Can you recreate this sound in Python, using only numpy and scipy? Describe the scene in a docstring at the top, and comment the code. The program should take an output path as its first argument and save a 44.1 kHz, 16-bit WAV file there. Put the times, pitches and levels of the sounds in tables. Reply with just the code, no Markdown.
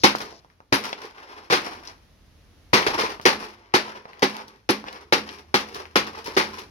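"""Far traffic hums and a distant engine idles as a hatchet chops a foil bag of crackers on a concrete porch.
The steel rings on the first blow. The bag's air thuds and crackers break, echoed by a wall and the porch.
Between blows the foil crinkles and crumbs tick. At about one second, and again near three, the bag is
flung up and tumbles back. The chopping goes on, and toward the end the engine pulls off."""
import sys
import numpy as np
from scipy import signal
from scipy.fft import rfft, irfft, next_fast_len
from scipy.io import wavfile
from scipy.ndimage import map_coordinates

SR = 44100
rng = np.random.default_rng(int(sys.argv[2]) if len(sys.argv) > 2 else 0)


def log_audio(samples):
    """Write samples as a 16-bit WAV file to the path given in sys.argv[1]."""
    # one column per channel
    frames = np.atleast_2d(samples).T
    # limit to full scale, then quantise
    limited = np.clip(frames, -1, 1)
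    pcm = np.round(limited * 32767).astype(np.int16)
    wavfile.write(sys.argv[1], SR, pcm)


N = 295690
AGE = np.arange(SR * 2 // 5) / SR  # seconds since a hit

# how loud the far traffic is: (time [s], level [dB])
TRAFFIC_LEVELS = [(0, -52), (.6, -63.5), (1.4, -64), (2, -56), (3, -54.5), (3.7, -65.5), (4.6, -62.5),
                  (6.7, -52.5)]
# the traffic's deep tone: (frequency [Hz], level [dB])
TRAFFIC_TONE = [(20, -24.5), (45, 0), (80, 1), (130, -6.5), (300, -13), (1000, -22.5), (3000, -26.5),
                (6000, -29.5), (8000, -45.5), (10500, -34.5), (16000, -47)]
# the distant engine: (time [s], firing rate [Hz], level [dB])
ENGINE = [(0, 41.5, -69.5), (1.5, 42.1, -63), (2.5, 39.9, -54), (3.3, 40.6, -54.5), (3.65, 47.6, -60),
          (4.2, 43.2, -74), (4.65, 57.1, -64), (5, 73.2, -56.5), (5.6, 77.6, -54), (6.7, 86.6, -53)]
# the steel's ring on the first blow, and foil tearing: (time [s], level [dB], pitch [Hz], fade time [s])
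BRIGHT_BURSTS = [(.0005, -40, 5550, 0.32), (0.0393, 3.5, 5300, 0.003), (0.737, -15, 11800, 0.028),
                 (0.929, -12, 2330, 0.0039), (1.873, -29.5, 5500, 0.011), (4.707, -8, 10620, 0.0056),
                 (4.884, -23.5, 2350, 0.0053), (5.29, -26, 2920, 0.0088), (6.351, -24, 6130, 0.0036)]
# the tone of the bright bursts and crumples: (frequency [Hz], level [dB])
BRIGHT_TONE = [(500, -0.5), (2500, 1.5), (5500, 4), (8000, -16), (10500, -8), (16000, -18)]
# how long the porch echoes: (frequency [Hz], time to fade by 60 dB [s])
PORCH_ECHO = [(150, 0.48), (900, 0.21), (2500, 0.23), (6000, 0.19), (14000, 0.17)]
# hatchet blows: (time [s], crunch [dB], thud [dB], low push [dB], crush time [s], air pocket pitch [Hz])
BLOWS = [(0.035, -15, -19, -39, 0.05, 311), (.723, -21, -25, -31, 0.042, 276.5),
         (1.5, -25, -50, -51, 0.071, 350), (1.521, -20.5, -26, -49.5, 0.056, 487),
         (2.731, -17, -23.5, -32.5, 0.076, 445.6), (3.2529, -17, -19.5, -45.5, 0.056, 467),
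         (3.7383, -19, -22.5, -37, 0.039, 403), (4.2214, -21.5, -20, -43, 0.035, 410),
         (4.6904, -23, -22, -39, 0.023, 389), (5.1239, -19.5, -21.5, -40.5, 0.024, 556),
         (5.5409, -20.5, -25, -39, 0.027, 364), (5.956, -20, -24, -67, 0.038, 308),
         (6.366, -21, -22, -53, 0.063, 405)]
# bag and porch ring under a blow: (pitch [Hz], level [dB], time to fade by 60 dB [s])
THUD_NOTES = [(208.5, 0, 0.21), (269.6, -1, 0.16), (340.6, 6, 0.077), (375.3, 5.5, 0.11), (495, 6, 0.064),
              (748, 0.5, 0.08), (865, -2, 0.2)]
# the tone of breaking crackers: (frequency [Hz], level [dB])
CRUNCH_TONE = [(150, -34), (500, -23), (1000, -5), (1600, 1.5), (2300, 2.5), (3200, -1), (4500, 1.5),
               (5400, -2.5), (6300, -8.5), (7200, -19.5), (8300, -22.5), (10000, -16), (12500, -22.5),
               (16000, -29.5)]
# the tone of the slap on the bag: (frequency [Hz], level [dB])
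SLAP_TONE = [(80, -22), (300, -5.5), (560, -4), (680, -8.5), (820, 0.5), (950, -2.5), (1080, 1.5),
             (1400, -4.5), (2200, -7.5), (6000, -50.5)]
# the bag is tugged, carried or tumbling: (time [s], length [s], sliding crackers [dB], creasing foil [dB])
BAG_MOVES = [(0.201, 0.014, -33, -38), (0.817, 0.054, -38, -35), (0.975, 0.048, -40, -43.5),
             (1.095, 0.35, -45.5, -55), (1.167, 0.041, -39, -51.5), (1.642, 0.036, -32.5, -36.5),
             (1.69, 0.15, -51, -57), (1.832, 0.027, -40, -38), (2.759, 0.17, -26, -31.5),
             (2.972, 0.092, -28, -34), (3.398, 0.01, -33, -40), (3.524, 0.28, -54, -87),
             (3.815, 0.15, -39.5, -66), (4.022, 0.25, -49, -71), (4.34, 0.045, -39.5, -63),
             (4.498, 0.026, -50.5, -54.5), (4.839, 0.12, -39.5, -45.5), (5.269, 0.077, -47, -44.5),
             (5.67, 0.13, -39.5, -40), (6.047, 0.044, -41.5, -46), (6.142, 0.065, -43, -45),
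             (6.254, 0.047, -41.5, -37), (6.5, 0.088, -44.5, -41)]
# how hard the air pocket rings, least while the bag hangs on the blade: (time [s], level [dB])
POCKET_LEVELS = [(1, 7), (1.1, -7), (1.5, -13.5), (1.8, -3), (2.8, 11.5), (3.1, 0.5), (5.7, 8.5)]
# the tone of the rustling bag: (frequency [Hz], level [dB])
RUSTLE_TONE = [(100, -27.5), (260, -2.5), (460, 1.5), (610, -3.5), (920, 8), (1400, 2.5), (2300, -1.5),
               (3500, -6), (5500, -4), (6500, -16), (8200, -27.5), (10000, -16.5), (16000, -32)]
# a dry, hard click shortly after a blow: (time [s], level [dB], pitch [Hz])
HARD_CLICKS = [(.1505, -6.5, 1100), (.929, -18.5, 750)]
# a crease crumples: (time [s], level [dB], fade time [s])
CRUMPLES = [(0.155, -31, 0.016), (0.184, -28, 0.0073), (0.215, -34.5, 0.023), (0.849, -34.5, 0.02),
            (3.213, -40, 0.021), (4.193, -33, 0.0026), (4.367, -32.5, 0.0046), (4.481, -40, 0.0069),
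            (4.928, -33.5, 0.0029), (5.745, -30, 0.014), (6.243, -33.5, 0.014), (6.59, -32, 0.011)]
# a crease flips or a cracker knocks: (time [s], level [dB], pitch [Hz])
SNAPS = [(0.326, -25, 700), (.447, -33, 840), (.501, -36.5, 1860), (0.604, -29.5, 1083), (3.198, -16, 965),
         (3.976, -22, 1400), (4.055, -22, 923), (4.133, -23, 2100), (4.841, -18, 977), (5.809, -31, 560),
         (5.855, -22, 2100), (6.281, -18.5, 460)]
# the microphone's dip near 8 kHz, which softens the snaps: (frequency [Hz], level [dB])
MICROPHONE_DIP = [(300, -2), (5500, -0.5), (7000, -10.5), (8200, -8.5), (10000, -3), (16000, -3.5)]
# the flung bag lands: (time [s], crunch [dB], knock [dB], crush time [s], air pocket pitch [Hz])
LANDINGS = [(1.044, -53, -46, 0.01, 467), (2.865, -26, -27.5, 0.02, 448), (2.986, -28.5, -36.5, 0.069, 460),
            (3.036, -36.5, -34, 0.036, 450)]
# the landing bag rings: (pitch [times the air pocket's], level [dB], time to fade by 60 dB [s])
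LANDING_NOTES = [(.75, -1, 0.076), (1, 8.5, 0.053), (1.8, -5, 0.17)]
# where the bag sits between the ears: (frequency [Hz], left minus right [dB])
BALANCE = [(100, -1), (380, -4), (700, -1), (1300, -0.5), (2400, 7), (4300, 0.5), (5500, 9), (8000, 2.5),
           (15000, 7.5)]


def amp(db):
    """Turn decibels into a number to multiply by."""
    return 10 ** (np.asarray(db) / 20)


def unit(x):
    """Scale a sound to an average strength (rms) of 1."""
    return x / np.sqrt(np.mean(x ** 2) + 1e-20)


def unit_burst(x):
    """Scale a sound so its first twentieth of a second has strength 1."""
    return x / np.sqrt(np.mean(x[..., :SR // 20] ** 2) + 1e-20)


def along(points, hz):
    """Read a (frequency, value) table at hz, with octaves evenly spaced."""
    frequencies, values = np.transpose(points)
    return np.interp(np.log(hz + 1), np.log(frequencies + 1), values)


def curves(rows):
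    """Join a table's rows into one curve for each column after the time."""
    times, *columns = np.transpose(rows)
    return [np.interp(np.arange(N) / SR, times, column) for column in columns]


def wobble(rate):
    """A smooth random curve through rate points a second."""
    return map_coordinates(rng.standard_normal(int(N * rate / SR) + 4), [np.arange(N) * rate / SR])


def filtered(x, response):
    """Turn each frequency up or down by response(hz)."""
    n = x.shape[-1]
    padded = next_fast_len(n + SR // 5)
    return irfft(rfft(x, padded) * response(np.fft.rfftfreq(padded, 1 / SR)), padded)[..., :n]


def convolved(x, echo):
    """Give every sample of x the same echo, keeping the length of x."""
    return signal.fftconvolve(np.atleast_2d(x), np.atleast_2d(echo), axes=1)[:, :x.shape[-1]]


def coloured(x, tone, size=2048):
    """Shape a sound with a tone table, keeping its hits sharp."""
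    cepstrum = irfft(np.log(amp(along(tone, np.fft.rfftfreq(size, 1 / SR)))))
    cepstrum[1:size // 2] *= 2
    cepstrum[size // 2 + 1:] = 0  # so nothing rings before a hit
    return convolved(x, irfft(np.exp(rfft(cepstrum))))


def add(track, s, x):
    """Mix x into the track at s seconds."""
    part = track[:, max(0, round(s * SR)):][:, :x.shape[-1]]
    part += x[..., :part.shape[-1]]


def swell(rise, fall):
    """A loudness curve that builds up and dies away; times in seconds."""
    return (1 - np.exp(-AGE / rise)) * np.exp(-AGE / fall)


def cracks(n, rate, spread_db):
    """Tiny random clicks, about rate a second, some larger than the rest."""
    sizes = amp(spread_db * np.clip(rng.standard_normal(n), -2, 2)) * rng.choice([-1, 1], n)
    return unit(sizes * (rng.random(n) < rate / SR))


def ring(notes, attack, scatter_db):
    """A struck thing rings with fading notes, at new strengths each time."""
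    hz, db, fade_s = np.transpose(notes)[:, :, None]
    level = db + scatter_db * rng.standard_normal(hz.shape)
    phase = 2 * np.pi * rng.random(hz.shape)
    waves = amp(level) * np.exp(-np.log(1000) * AGE / fade_s) * np.sin(2 * np.pi * hz * AGE + phase)
    return waves.sum(axis=0) * (1 - np.exp(-AGE / attack))


def traffic_and_engine():
    """Far traffic hums; only the two lowest notes of one engine's firing carry this far."""
    firing_hz, engine_db = curves(ENGINE)
    phase = 2 * np.pi * np.cumsum(firing_hz * (1 + 0.0032 * wobble(6.1))) / SR
    exhaust = np.sin(phase) + np.sin(2 * phase) / (1 + (firing_hz / 55) ** 6)
    engine = amp(engine_db + wobble(2.5)) * exhaust
    mid, side = rng.standard_normal((2, N))
    side = filtered(side, lambda hz: (hz + 120) / (hz + 600))  # bass is nearly alike in both ears
    traffic = unit(coloured(np.array([mid + side, mid - side]), TRAFFIC_TONE))
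    traffic_db, = curves(TRAFFIC_LEVELS)
    return engine + amp(traffic_db + wobble(2.4)) * traffic


def bright_bursts():
    """Short bright bursts of tiny clicks: the steel's ring on the first blow, and foil tearing."""
    out = np.zeros((2, N))
    for s, db, hz, fade_s in BRIGHT_BURSTS:
        clicks = np.exp(-AGE / fade_s) * cracks(len(AGE), rate=1300, spread_db=1)
        burst = scattered(clicks, wall_db=-20.5, tail_db=-8.5, spots=2)
        band = signal.butter(2, [max(hz - 1700, 200), hz + 1300], "band", fs=SR)
        add(out, s, amp(db) * signal.lfilter(*band, burst))
    return coloured(out, BRIGHT_TONE)


def porch(wall_db, tail_db, wall_delay_s=.0068, ear_gap_s=0.00031, build_s=0.00039):
    """A click arrives straight (left ear first), then off the brick wall and as a blur of echoes."""
    hz, t, noise = signal.stft(rng.standard_normal((2, len(AGE))), SR, nperseg=256)
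    shared = 1 / (1 + (hz[:, None] / 650) ** 4)  # long waves reach both ears alike
    noise = np.array([noise[0], shared * noise[0] + np.sqrt(1 - shared ** 2) * noise[1]])
    fade = np.exp(-np.log(1000) * t / along(PORCH_ECHO, hz)[:, None])
    tail = signal.istft(noise * fade, SR, nperseg=256)[1][:, :len(AGE)]
    tail = tail * (1 - np.exp(-AGE / build_s))
    echo = amp(tail_db) * tail / np.linalg.norm(tail[0])
    # each spot on the bag has slightly different delays
    straight_at = [0, round(ear_gap_s * rng.uniform(.75, 1.35) * SR)]
    wall_at = wall_delay_s * rng.uniform(.85, 1.15) * SR + np.array([0, ear_gap_s * SR])
    echo[[0, 1], straight_at] += 1
    echo[[0, 1], wall_at.astype(int)] += amp(wall_db)
    return echo / np.linalg.norm(echo[0])


def scattered(clicks, wall_db, tail_db, spots):
    """Clicks come from several spots on the bag, each with its own echoes."""
    spot = rng.integers(spots, size=len(clicks))
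    return sum(convolved(clicks * (spot == k), porch(wall_db, tail_db)) for k in range(spots))


def chops():
    """The hatchet slaps the bag, the trapped air thumps and crackers break."""
    out = np.zeros((2, N))
    for s, crunch_db, thud_db, push_db, crush_s, pocket_hz in BLOWS:
        add(out, s, amp(crunch_db) * crushing(crush_s))
        # the air pocket rings briefly and drives the notes nearest its own pitch hardest
        notes = [(hz, db - 8.5 * abs(np.log2(hz / pocket_hz)), fade_s) for hz, db, fade_s in THUD_NOTES]
        notes.append((pocket_hz, 9, .042))
        thud = amp(thud_db) * unit_burst(ring(notes, attack=0.006, scatter_db=1.5))
        push = amp(push_db) * unit_burst(np.sin(2 * np.pi * 128 * AGE) * swell(0.0021, 0.012))
        add(out, s, thud + push)
        # a soft low boom comes back from farther along the house
        boom = unit_burst(np.sin(2 * np.pi * 214 * AGE) * swell(0.012, 0.078))
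        add(out, s + 0.068, amp(thud_db - 24.5) * boom)
    return out


def crushing(crush_s, slap_db=1.04):
    """Crackers break and the foil buckles with a slap; a larger crush_s draws both out."""
    last_layer = 0.08 * np.exp(-((AGE - .009) / 0.0023) ** 2)  # crushed against the floor
    breaking = swell(0.011 * crush_s, 0.4 * crush_s) + last_layer
    breaking *= cracks(len(AGE), rate=3400, spread_db=5.5)
    crunch = coloured(scattered(breaking, wall_db=0, tail_db=3, spots=7), CRUNCH_TONE)
    buckling = swell(0.012 * crush_s, 0.52 * crush_s) + last_layer / 2
    buckling *= cracks(len(AGE), rate=4000, spread_db=6)
    slap = coloured(scattered(buckling, wall_db=-19, tail_db=-6.5, spots=3), SLAP_TONE)
    return unit_burst(crunch) + amp(slap_db) * unit_burst(slap)


def crinkle(pocket_hz=410, wander_octaves=0.081):
    """Crackers slide in a dull wash and ring the air pocket; creases give way in bright clumps."""
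    sliding = signal.lfilter(*signal.butter(1, 2400, fs=SR), cracks(N, rate=2000, spread_db=3))
    bunching = amp(2.5 * np.minimum(wobble(90), 1.5))
    clumps = unit(cracks(N, rate=310, spread_db=3) * bunching)
    creases = signal.lfilter(*signal.butter(1, 2400, "high", fs=SR), clumps)
    bumps = amp(curves(POCKET_LEVELS)[0]) * cracks(N, rate=200, spread_db=2)
    slide_gain, crease_gain = bag_motion()
    clicks = np.array([slide_gain * sliding, crease_gain * creases, slide_gain * bumps])
    out = np.zeros((2, N))
    step = SR // 4
    for start in range(0, N, step):  # the moving bag keeps changing its pitch and echoes
        inside, outside, bumping = np.pad(clicks[:, start:start + step], ((0, 0), (0, step)))
        hz = pocket_hz * 2 ** (wander_octaves * rng.standard_normal())
        pocket = signal.lfilter(*signal.iirpeak(hz, 4, fs=SR), bumping)
        add(out, start / SR, scattered(inside + pocket, wall_db=-15.5, tail_db=-1, spots=2))
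        add(out, start / SR, scattered(outside, wall_db=-18.5, tail_db=-1, spots=2))
    return amp(6) * coloured(out, RUSTLE_TONE)


def bag_motion(rise_share=0.089, fade_s=0.047, settle_db=-15, settle_s=0.097, flutter_db=7):
    """How strongly crackers slide and foil creases as the bag moves, or settles after a blow."""
    t = np.arange(N) / SR
    power = np.zeros((2, N))
    for s, length, sliding_db, creasing_db in BAG_MOVES:
        age = np.maximum(t - s, 0)
        rise = 1 - np.exp(-age / (rise_share * length))  # a longer move starts more softly
        fall = np.exp(-np.maximum(age - length, 0) / fade_s)
        power += np.outer(amp([sliding_db, creasing_db]), rise * fall) ** 2
    for s, crunch_db, *_ in BLOWS:
        power += (amp(crunch_db + settle_db) * (t > s) * np.exp(-np.abs(t - s) / settle_s)) ** 2
    return np.sqrt(power) * amp(flutter_db * np.tanh(wobble(55)))  # foil gives way in fits and starts


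def hard_clicks():
    """A single dry, hard click, about one wave long, comes shortly after a blow."""
    out = np.zeros((2, N))
    for s, db, hz in HARD_CLICKS:
        cycles = AGE * hz
        click = np.sin(2 * np.pi * cycles) * np.exp(-((cycles - 3 / 4) / .5) ** 2)
        add(out, s, amp(db) * convolved(click, porch(wall_db=-20, tail_db=-10.5)))
    return out


def crumples():
    """A crease collapses in a short spray of tiny clicks."""
    out = np.zeros((2, N))
    for s, db, fade_s in CRUMPLES:
        spray = np.exp(-AGE / fade_s) * cracks(len(AGE), rate=2000, spread_db=1.5)
        add(out, s, amp(db) * scattered(spray, wall_db=-17.5, tail_db=-7, spots=2))
    return coloured(out, BRIGHT_TONE)


def snaps():
    """A crease flips or a cracker knocks: a brief ring and a short crackle."""
    out = np.zeros((2, N))
    for s, db, hz in SNAPS + crumb_ticks(count=200):
        pop = np.sin(2 * np.pi * hz * AGE) * np.exp(-AGE * hz / 0.78)
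        crackle = coloured(rng.standard_normal(len(AGE)) * np.exp(-AGE / 0.0006), RUSTLE_TONE)
        add(out, s, amp(db) * convolved(pop + amp(-5.5) * crackle, porch(wall_db=-12, tail_db=-6)))
    return coloured(out, MICROPHONE_DIP)


def crumb_ticks(count, boost_db=11, low_hz=650, high_hz=3186):
    """Random ticks, louder when the crackers slide more: (time [s], level [dB], pitch [Hz])."""
    slide_gain = bag_motion()[0]
    when, pitch = rng.random((count, 2)).T
    sliding_db = 20 * np.log10(slide_gain[(when * N).astype(int)] + 1e-9)
    db = sliding_db + boost_db + 2.5 * rng.uniform(-1.6, 1, count)
    return list(zip(when * N / SR, db, low_hz * (high_hz / low_hz) ** pitch))


def landings():
    """The bag drops on the concrete with a hollow knock and its crackers crash together."""
    out = np.zeros((2, N))
    for s, crunch_db, knock_db, crush_s, pocket_hz in LANDINGS:
        notes = [(ratio * pocket_hz, db, fade_s) for ratio, db, fade_s in LANDING_NOTES]
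        knock = unit_burst(ring(notes, attack=.001, scatter_db=1.5))
        add(out, s, amp(crunch_db) * crushing(crush_s) + amp(knock_db) * knock)
    return out


def scene():
    """Mix it all; the bag lies to the left, so its high sounds are louder there."""
    bag = chops() + hard_clicks() + landings() + crinkle() + snaps() + crumples() + bright_bursts()
    placed = filtered(bag, lambda hz: amp(np.outer([.5, -.5], along(BALANCE, hz))))
    return placed + traffic_and_engine()


def record(dry, low_cut_hz=47, top_hz=16200):
    """The recorder thins the deepest bass, rounds off the loudest peaks and cuts the highest treble."""
    thinned = signal.lfilter(*signal.butter(2, low_cut_hz, "high", fs=SR), dry)
    rounded = thinned / (1 + np.abs(thinned) ** 6) ** (1 / 6)
    return filtered(rounded, lambda hz: 1 / (1 + (hz / top_hz) ** 120))


dry = scene()
out = record(dry)
log_audio(out)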